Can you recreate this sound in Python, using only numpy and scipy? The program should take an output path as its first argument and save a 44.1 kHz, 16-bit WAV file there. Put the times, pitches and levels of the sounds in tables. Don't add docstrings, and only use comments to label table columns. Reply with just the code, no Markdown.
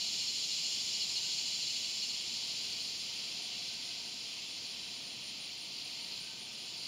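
import sys
import numpy as np
from scipy import signal
from scipy.fft import rfft, irfft, next_fast_len
from scipy.io import wavfile
from scipy.ndimage import map_coordinates

SR = 44100
rng = np.random.default_rng(int(sys.argv[2]) if len(sys.argv) > 2 else 0)


def store_pcm(level_fs):
    pcm = np.round(np.clip(level_fs, -1, 1) * 32767).astype(np.int16)
    wavfile.write(sys.argv[1], SR, np.atleast_2d(pcm).T)


def how_loud(loudness_db):
    steps = np.asarray(loudness_db, float) / 20
    return 10 ** steps


N = 302967

# f/Hz, density/(dB per Hz)
ROAD_SPECTRUM = [(12, -51), (20, -23.5), (125, -1.5), (216, 1), (561, -7.5), (705, -7.5), (806, -10.5),
                 (904, -8), (1430, -12), (1660, -16.5), (1900, -8.5), (2470, -36), (4180, -120)]
# t/s, length/s, extra level/dB
DRONE_SWELLS = [
    [(0, .4, 5), (.6, .5, 3), (1.25, 0.77, 4), (2, 1, 3), (2.85, .4, 4), (3.48, 0.56, 7), (4.05, 0.75, 6),
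     (4.6, .6, 3), (5, .4, 5), (5.5, 0.62, 6), (5.95, .5, 6), (6.7, .7, 5)],
    [(1.35, .8, 4), (2.4, .7, 3), (3.3, .7, 4), (3.95, .6, 6), (4.8, 0.56, 5.5), (5.95, .7, 8),
     (6.5, .9, 6.6)],
]
# t/s, length/s, extra level/dB
WHINE_SWELLS = [(1.3, .4, 13), (1.8, .9, 7), (2.68, .4, 14), (3.23, .4, 8), (3.9, 0.97, 15), (4.75, .5, 10),
                (6.3, .5, 14), (6.55, .4, 12), (6.87, .4, 10)]
# t/s, near singer level/dB, far chorus level/dB
SONG_LEVELS = [(0, -44.5, -39.5), (0.8, -44.5, -39.5), (1.6, -45, -40), (2.05, -47, -40), (2.3, -49, -41),
               (2.6, -50.5, -40), (2.85, -52.5, -40.5), (3.2, -55, -41.5), (3.9, -55.5, -42.5),
               (4.45, -56.5, -44.5), (4.72, -57.5, -43.5), (5.15, -58, -46.5), (5.6, -59, -46),
               (6.2, -57, -45.8), (6.4, -58, -47.5), (6.87, -56.5, -45.5)]
# t/s, level/dB
DEEP_LEVELS = [(0, -45.5), (2, -45.5), (3.1, -46.5), (3.55, -45.5), (4.1, -47.5), (5.3, -48), (6.87, -48)]
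# f/Hz, density/(dB per Hz)
CHORUS_SPECTRUM = [(2500, -56), (3400, -8), (4000, -2), (4500, -0.5), (5300, -4.5), (6000, -11),
                   (7400, -15.5), (8300, -33), (9200, -23), (11000, -32.5), (12500, -48)]
DEEP_SPECTRUM = [(1500, -30), (1800, -23.5), (2100, -10.5), (2500, -4), (3100, 0), (3600, -2), (4300, -4),
                 (5000, -31)]
HISS_SPECTRUM = [(7800, -30), (8300, 1.5), (10500, -0.5), (13000, -2.5), (14000, -5.5), (15750, -7)]
BUZZ_SPECTRUM = [(1700, -46), (2300, -13.5), (2900, -5), (3500, -3.5), (4300, -3), (5400, -0.5),
                 (6000, -11), (6400, -5), (7300, -1.5), (7750, -11), (8300, -19.5), (11000, -30),
                 (13000, -40), (15750, -47.5)]
# f/Hz, width/Hz, level/dB
ECHO_PEAKS = [(2891, 40, -6), (3397, 30, -5), (4025, 40, -7), (4577, 25, -3), (4828, 20, -9),
              (5337, 25, -12), (6437, 22, 0), (6801, 20, -5), (7050, 25, -8)]
# t/s, slow level/dB, fast level/dB, high level/dB
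CRICKET_LEVELS = [(0, -66, -72, -70), (1.1, -63.5, -66, -70), (1.85, -70, -70, -70), (2.3, -66, -67, -70),
                  (3.1, -68, -63, -69), (3.87, -62, -67, -68), (4.3, -65, -65, -67),
                  (4.8, -63.5, -66, -66.5), (5.1, -63, -62, -66), (5.8, -63, -66, -68),
                  (6.3, -61, -66, -67), (6.6, -64, -65, -63), (6.87, -61, -66, -66)]
# t/s, chirps so far
SLOW_COUNT = [(.155, 0), (.959, 4), (1.341, 6), (1.876, 9), (2.243, 11), (3.024, 15), (3.453, 17),
              (3.873, 19), (4.31, 21), (4.53, 22), (5.25, 26), (5.425, 27), (6.04, 30), (6.815, 34)]
FAST_COUNT = [(.069, 0), (1.481, 9), (1.938, 12), (3.311, 21), (3.754, 24), (4.532, 29), (4.973, 32),
              (5.757, 37), (6.389, 41), (6.845, 44)]
HIGH_COUNT = [(2.279, 0), (2.853, 3), (3.854, 8), (4.482, 11), (5.65, 17), (5.91, 18), (6.25, 20),
              (6.43, 21), (6.815, 23)]
# t/s, level/dB
STRAY_CHIRPS = [(3.525, -72), (4, -71), (4.98, -69), (6.16, -64), (6.32, -66)]
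# t/s, level/dB
RATTLE_LEVELS = [(0, -74), (4.8, -65), (5.3, -54), (5.6, -55), (5.8, -50), (6, -48.5), (6.2, -47.5),
                 (6.27, -54), (6.4, -70), (6.6, -62), (6.87, -46)]
# f/Hz, width/Hz, level/dB
RATTLE_BODY = [(4120, 300, -1), (4520, 400, 0), (4900, 300, -4)]
# t/s, peak level/dB
TWIG_TICKS = [
    (2.7344, -54),
    (6.1994, -56),
]
# t/s, throbs so far
THROB_COUNT = [(-.0055, -1), (1.759, 23), (2.03, 26), (2.1, 27), (2.2, 29), (6.87, 92.5)]
# f/Hz, place from the beat/throbs, length/s, level/dB
FIRST_STROKE = [(5345, -.27, .03, -7), (4830, -.2, .03, -13), (4580, -.11, .036, -7.5), (4268, 0, .046, -1),
                (6437, .05, .06, -17), (2892, .1, .05, -10)]
SECOND_STROKE = [(4925, .02, .03, -8), (4600, .2, .032, -2), (4282, .27, .036, -1), (4090, .3, .032, -6),
                 (4675, -.3, .03, -7)]
# t/s, extra level/dB of the first stroke
STRESSED_THROBS = [(.068, 0), (.215, 3), (.289, 3.5), (.362, -3), (.436, 2), (.583, -2), (.656, 4),
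                   (.73, 2.5), (.877, -3), (.95, 3), (1.024, 5), (1.097, -4), (1.171, 6.5), (1.244, -3),
                   (1.392, 3), (1.686, 2), (1.85, 3), (1.94, -5), (2.03, 8.5), (2.1, 5), (2.15, 6),
                   (2.27, -5), (2.35, 3), (2.42, -4), (2.57, 4), (2.64, 7.5), (2.86, 7), (2.94, 7)]
# t/s, length/s, extra level/dB
SECOND_SWELLS = [(.07, 0.22, 7), (.8, .3, 3), (1.02, .2, 7), (1.45, .8, 7), (2.1, .2, 6), (2.4, .4, 9),
                 (2.78, .5, 14), (3.8, 1.6, 14)]
# f/Hz, width/Hz, depth/dB
CAMERA_NOTCHES = [(3698, 200, -32), (7890, 300, -22), (8084, 300, -26), (11722, 400, -32)]

THROB_HZ = 13.6


def unit(x):
    return x / np.sqrt(np.mean(x ** 2) + 1e-20)


def curves(rows):
    s, *cols = np.transpose(rows)
    return [np.interp(np.arange(N) / SR, s, c) for c in cols]


def wobble(rate):
    knots = rng.standard_normal(int(N * rate / SR) + 4)
    return map_coordinates(knots, [np.arange(N) * rate / SR])


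def swells(rows):
    t = np.arange(N) / SR
    bumps = [db * np.cos(np.pi * np.clip((t - s) / length, -.5, .5)) for s, length, db in rows]
    return np.max(bumps, axis=0)


def filtered(x, response):
    m = next_fast_len(N + SR // 2, True)
    return irfft(rfft(x, m) * response(np.fft.rfftfreq(m, 1 / SR)), m)[..., :N]


def colour(points):
    f, db = np.transpose(points)
    return lambda hz: how_loud(np.interp(np.log(hz + 1), np.log(f), db, -120, -120))


def modes(rows):
    def response(f):
        total = 0
        for k, (centre, width, db) in enumerate(rows):
            damping = 1j * f * width
            total = total + (-1) ** k * how_loud(db) * damping / (centre ** 2 - f ** 2 + damping)
        return total
    return response


def narrow(hz, width_hz):
    resonance = modes([(hz, width_hz, 0)])
    return unit(filtered(rng.standard_normal(N), lambda f: resonance(f) ** 2))


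def gated(rate_hz, depth_db):
    turn = 2 * np.pi * np.cumsum(np.broadcast_to(rate_hz, N)) / SR
    return how_loud(depth_db * np.cos(turn)) * rng.standard_normal(N)


def branches(x, t60, level_db):
    t = np.arange(round(t60 * SR)) / SR
    echoes = rng.standard_normal(len(t)) * how_loud(-60 * t / t60) * (t > .0015)
    echoes *= how_loud(level_db) / np.linalg.norm(echoes)
    echoes[0] = 1
    return signal.fftconvolve(x, echoes)[:N]


def traffic():
    rumble = how_loud(-59 + 0.5 * wobble(2.11)) * unit(filtered(rng.standard_normal(N), colour(ROAD_SPECTRUM)))
    lower = how_loud(-74 + swells(DRONE_SWELLS[0])) * narrow(711, 95)
    upper = how_loud(-76 + swells(DRONE_SWELLS[1])) * narrow(915, 60)
    whine = how_loud(-85.5 + swells(WHINE_SWELLS)) * narrow(1542, 71)
    return rumble + lower + upper + whine


def far_chorus():
    def crowd(spectrum):
        noise = branches(rng.standard_normal(N), t60=0.22, level_db=-12)
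        return unit(filtered(noise, colour(spectrum)))

    chorus_db = curves(SONG_LEVELS)[1]
    hiss = how_loud(-63.6 + 2.4 * (chorus_db + 40))
    hiss = np.hypot(hiss, how_loud(-67.5))
    hiss = np.hypot(hiss, how_loud(curves(RATTLE_LEVELS)[0] - 21))
    chorus = how_loud(chorus_db - 1 + 0.31 * wobble(14)) * crowd(CHORUS_SPECTRUM)
    deep = how_loud(curves(DEEP_LEVELS)[0] + 0.55 * wobble(8)) * crowd(DEEP_SPECTRUM)
    return chorus + deep + hiss * crowd(HISS_SPECTRUM)


def steady(rows, level_db):
    s, count = np.transpose(rows)
    moments = np.interp(np.arange(count[-1] + 1), count, s)
    return np.transpose([moments, level_db[(moments * SR).astype(int)]])


def shaped(moments, length, start_hz, end_hz):
    chirps = []
    for s, db in moments:
        a, b, c = rng.standard_normal(3)
        chirps.append((s - length / 2, length, db + 0.4 * a, start_hz + 50 * b, end_hz + 50 * c))
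    return chirps


def cricket(chirps, stroke_hz, gain_db):
    edge, width_hz = .012, 260
    t, level, hz = np.arange(N) / SR, np.zeros(N), np.full(N, chirps[0][3] + 0.)
    for s, length, db, start_hz, end_hz in chirps:
        span = slice(max(round((s - edge) * SR), 0), round((s + length + edge) * SR))
        u = t[span] - s
        fade = np.clip(np.minimum(u, length - u) / (2 * edge) + .5, 0, 1)
        level[span] += how_loud(db + gain_db) * fade
        hz[span] = start_hz + (end_hz - start_hz) * u / length
    strokes = gated(stroke_hz + 3 * wobble(5), depth_db=5) + 1j * rng.standard_normal(N) * .6
    soften = signal.butter(2, width_hz / 2, fs=SR, output="sos")
    carrier = np.exp(2j * np.pi * np.cumsum(hz) / SR)
    return level * unit((signal.sosfilt(soften, strokes) * carrier).real)


def bush_crickets():
    slow_db, fast_db, high_db = curves(CRICKET_LEVELS)
    slow_chirps = shaped(steady(SLOW_COUNT, slow_db), length=.085, start_hz=9310, end_hz=9150)
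    fast_chirps = shaped(steady(FAST_COUNT, fast_db), length=.06, start_hz=9180, end_hz=9240)
    high_chirps = shaped(steady(HIGH_COUNT, high_db), length=.095, start_hz=9950, end_hz=9720)
    high_chirps += shaped(STRAY_CHIRPS, length=.055, start_hz=9750, end_hz=9750)
    slow = cricket(slow_chirps, stroke_hz=112, gain_db=.5)
    fast = cricket(fast_chirps, stroke_hz=108, gain_db=.5)
    return slow + fast + cricket(high_chirps, stroke_hz=121, gain_db=-1.5)


def twig_ticks():
    out, t = np.zeros(N), np.arange(SR // 50) / SR
    for s, db in TWIG_TICKS:
        out[round(s * SR):][:len(t)] = how_loud(db + 3 - 60 * t / .015) * rng.standard_normal(len(t))
    return filtered(out, lambda f: (1j * f / (7000 + 1j * f)) ** 2)


def neighbour():
    burst_hz, burst_start = 53.2, 5.783
    turn = 2 * np.pi * burst_hz * (np.arange(N) / SR - burst_start) + .12 * wobble(12)
    clicks = np.diff(np.floor(np.cumsum(300 + 45 * wobble(150)) / SR), prepend=0)
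    bursts = how_loud(8 * np.cos(turn) + 2 * wobble(250)) * (clicks + .03 * rng.standard_normal(N))
    rattle = filtered(filtered(bursts, modes(RATTLE_BODY)), modes([(4900, 1500, 0)]))
    return how_loud(curves(RATTLE_LEVELS)[0]) * unit(rattle)


def rings(rows, beats, strokes_db, scatter_db, scatter_hz, scatter_s):
    out = np.zeros(N + SR)
    for hz, place, length, db in rows:
        t = np.arange(round(length * SR)) / SR
        swell = np.sin(np.pi * t / length) ** 2
        for beat, stroke_db in zip(beats, strokes_db):
            a, b, c = rng.standard_normal(3)
            start = max(round((beat + place / THROB_HZ + scatter_s * c - length / 2) * SR), 0)
            tone = np.sin(2 * np.pi * (hz + scatter_hz * b) * t) * swell
            out[start:][:len(t)] += how_loud(db + stroke_db + scatter_db * a) * tone
    return out[:N]


def drum(singer_db):
    s, count = np.transpose(THROB_COUNT)
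    beats = np.interp(np.arange(count[0], count[-1]), count, s)
    at = np.clip(beats * SR, 0, N - 1).astype(int)
    uneven_db = .6 * rng.standard_normal((2, len(beats)))
    effort_db = 1.5 * (singer_db[at] + 45) + uneven_db
    for moment, db in STRESSED_THROBS:
        effort_db[0, np.argmin(abs(beats - moment))] += db
    first_db = -39 + effort_db[0]
    second_db = -45 + effort_db[1] + swells(SECOND_SWELLS)[at]
    first = rings(FIRST_STROKE, beats, first_db, scatter_db=.8, scatter_hz=10, scatter_s=.002)
    return first + rings(SECOND_STROKE, beats, second_db, scatter_db=1, scatter_hz=14, scatter_s=.003)


def cicada():
    singer_db = curves(SONG_LEVELS)[0]
    throb_db = .9 * np.cos(2 * np.pi * (curves(THROB_COUNT)[0] - .05))
    clicks = how_loud(throb_db) * gated(290 + 25 * wobble(7.3), depth_db=3.0)
    clicks = branches(clicks, t60=0.29, level_db=-3.0)
    body, peaks = colour(BUZZ_SPECTRUM), modes(ECHO_PEAKS)
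    buzz = unit(filtered(clicks, lambda f: body(f) * (1 + abs(peaks(f)) * how_loud(3.0))))
    return how_loud(singer_db + 4.5) * buzz + drum(singer_db)


def scene():
    background = traffic() + far_chorus() + bush_crickets() + twig_ticks()
    mono = background + neighbour() + cicada()
    return np.array([mono, mono])


def low_pass(x):
    return signal.sosfilt(signal.butter(12, 16110, fs=SR, output="sos"), x)


def record(dry):
    def response(f):
        gain = f < 15750
        for centre, width, db in CAMERA_NOTCHES:
            stiffness, damping = centre ** 2 - f ** 2, 1j * f * width
            gain = gain * (stiffness + damping * how_loud(db)) / (stiffness + damping)
        return gain
    return low_pass(filtered(dry, response))


dry = scene()
out = record(dry)
store_pcm(out)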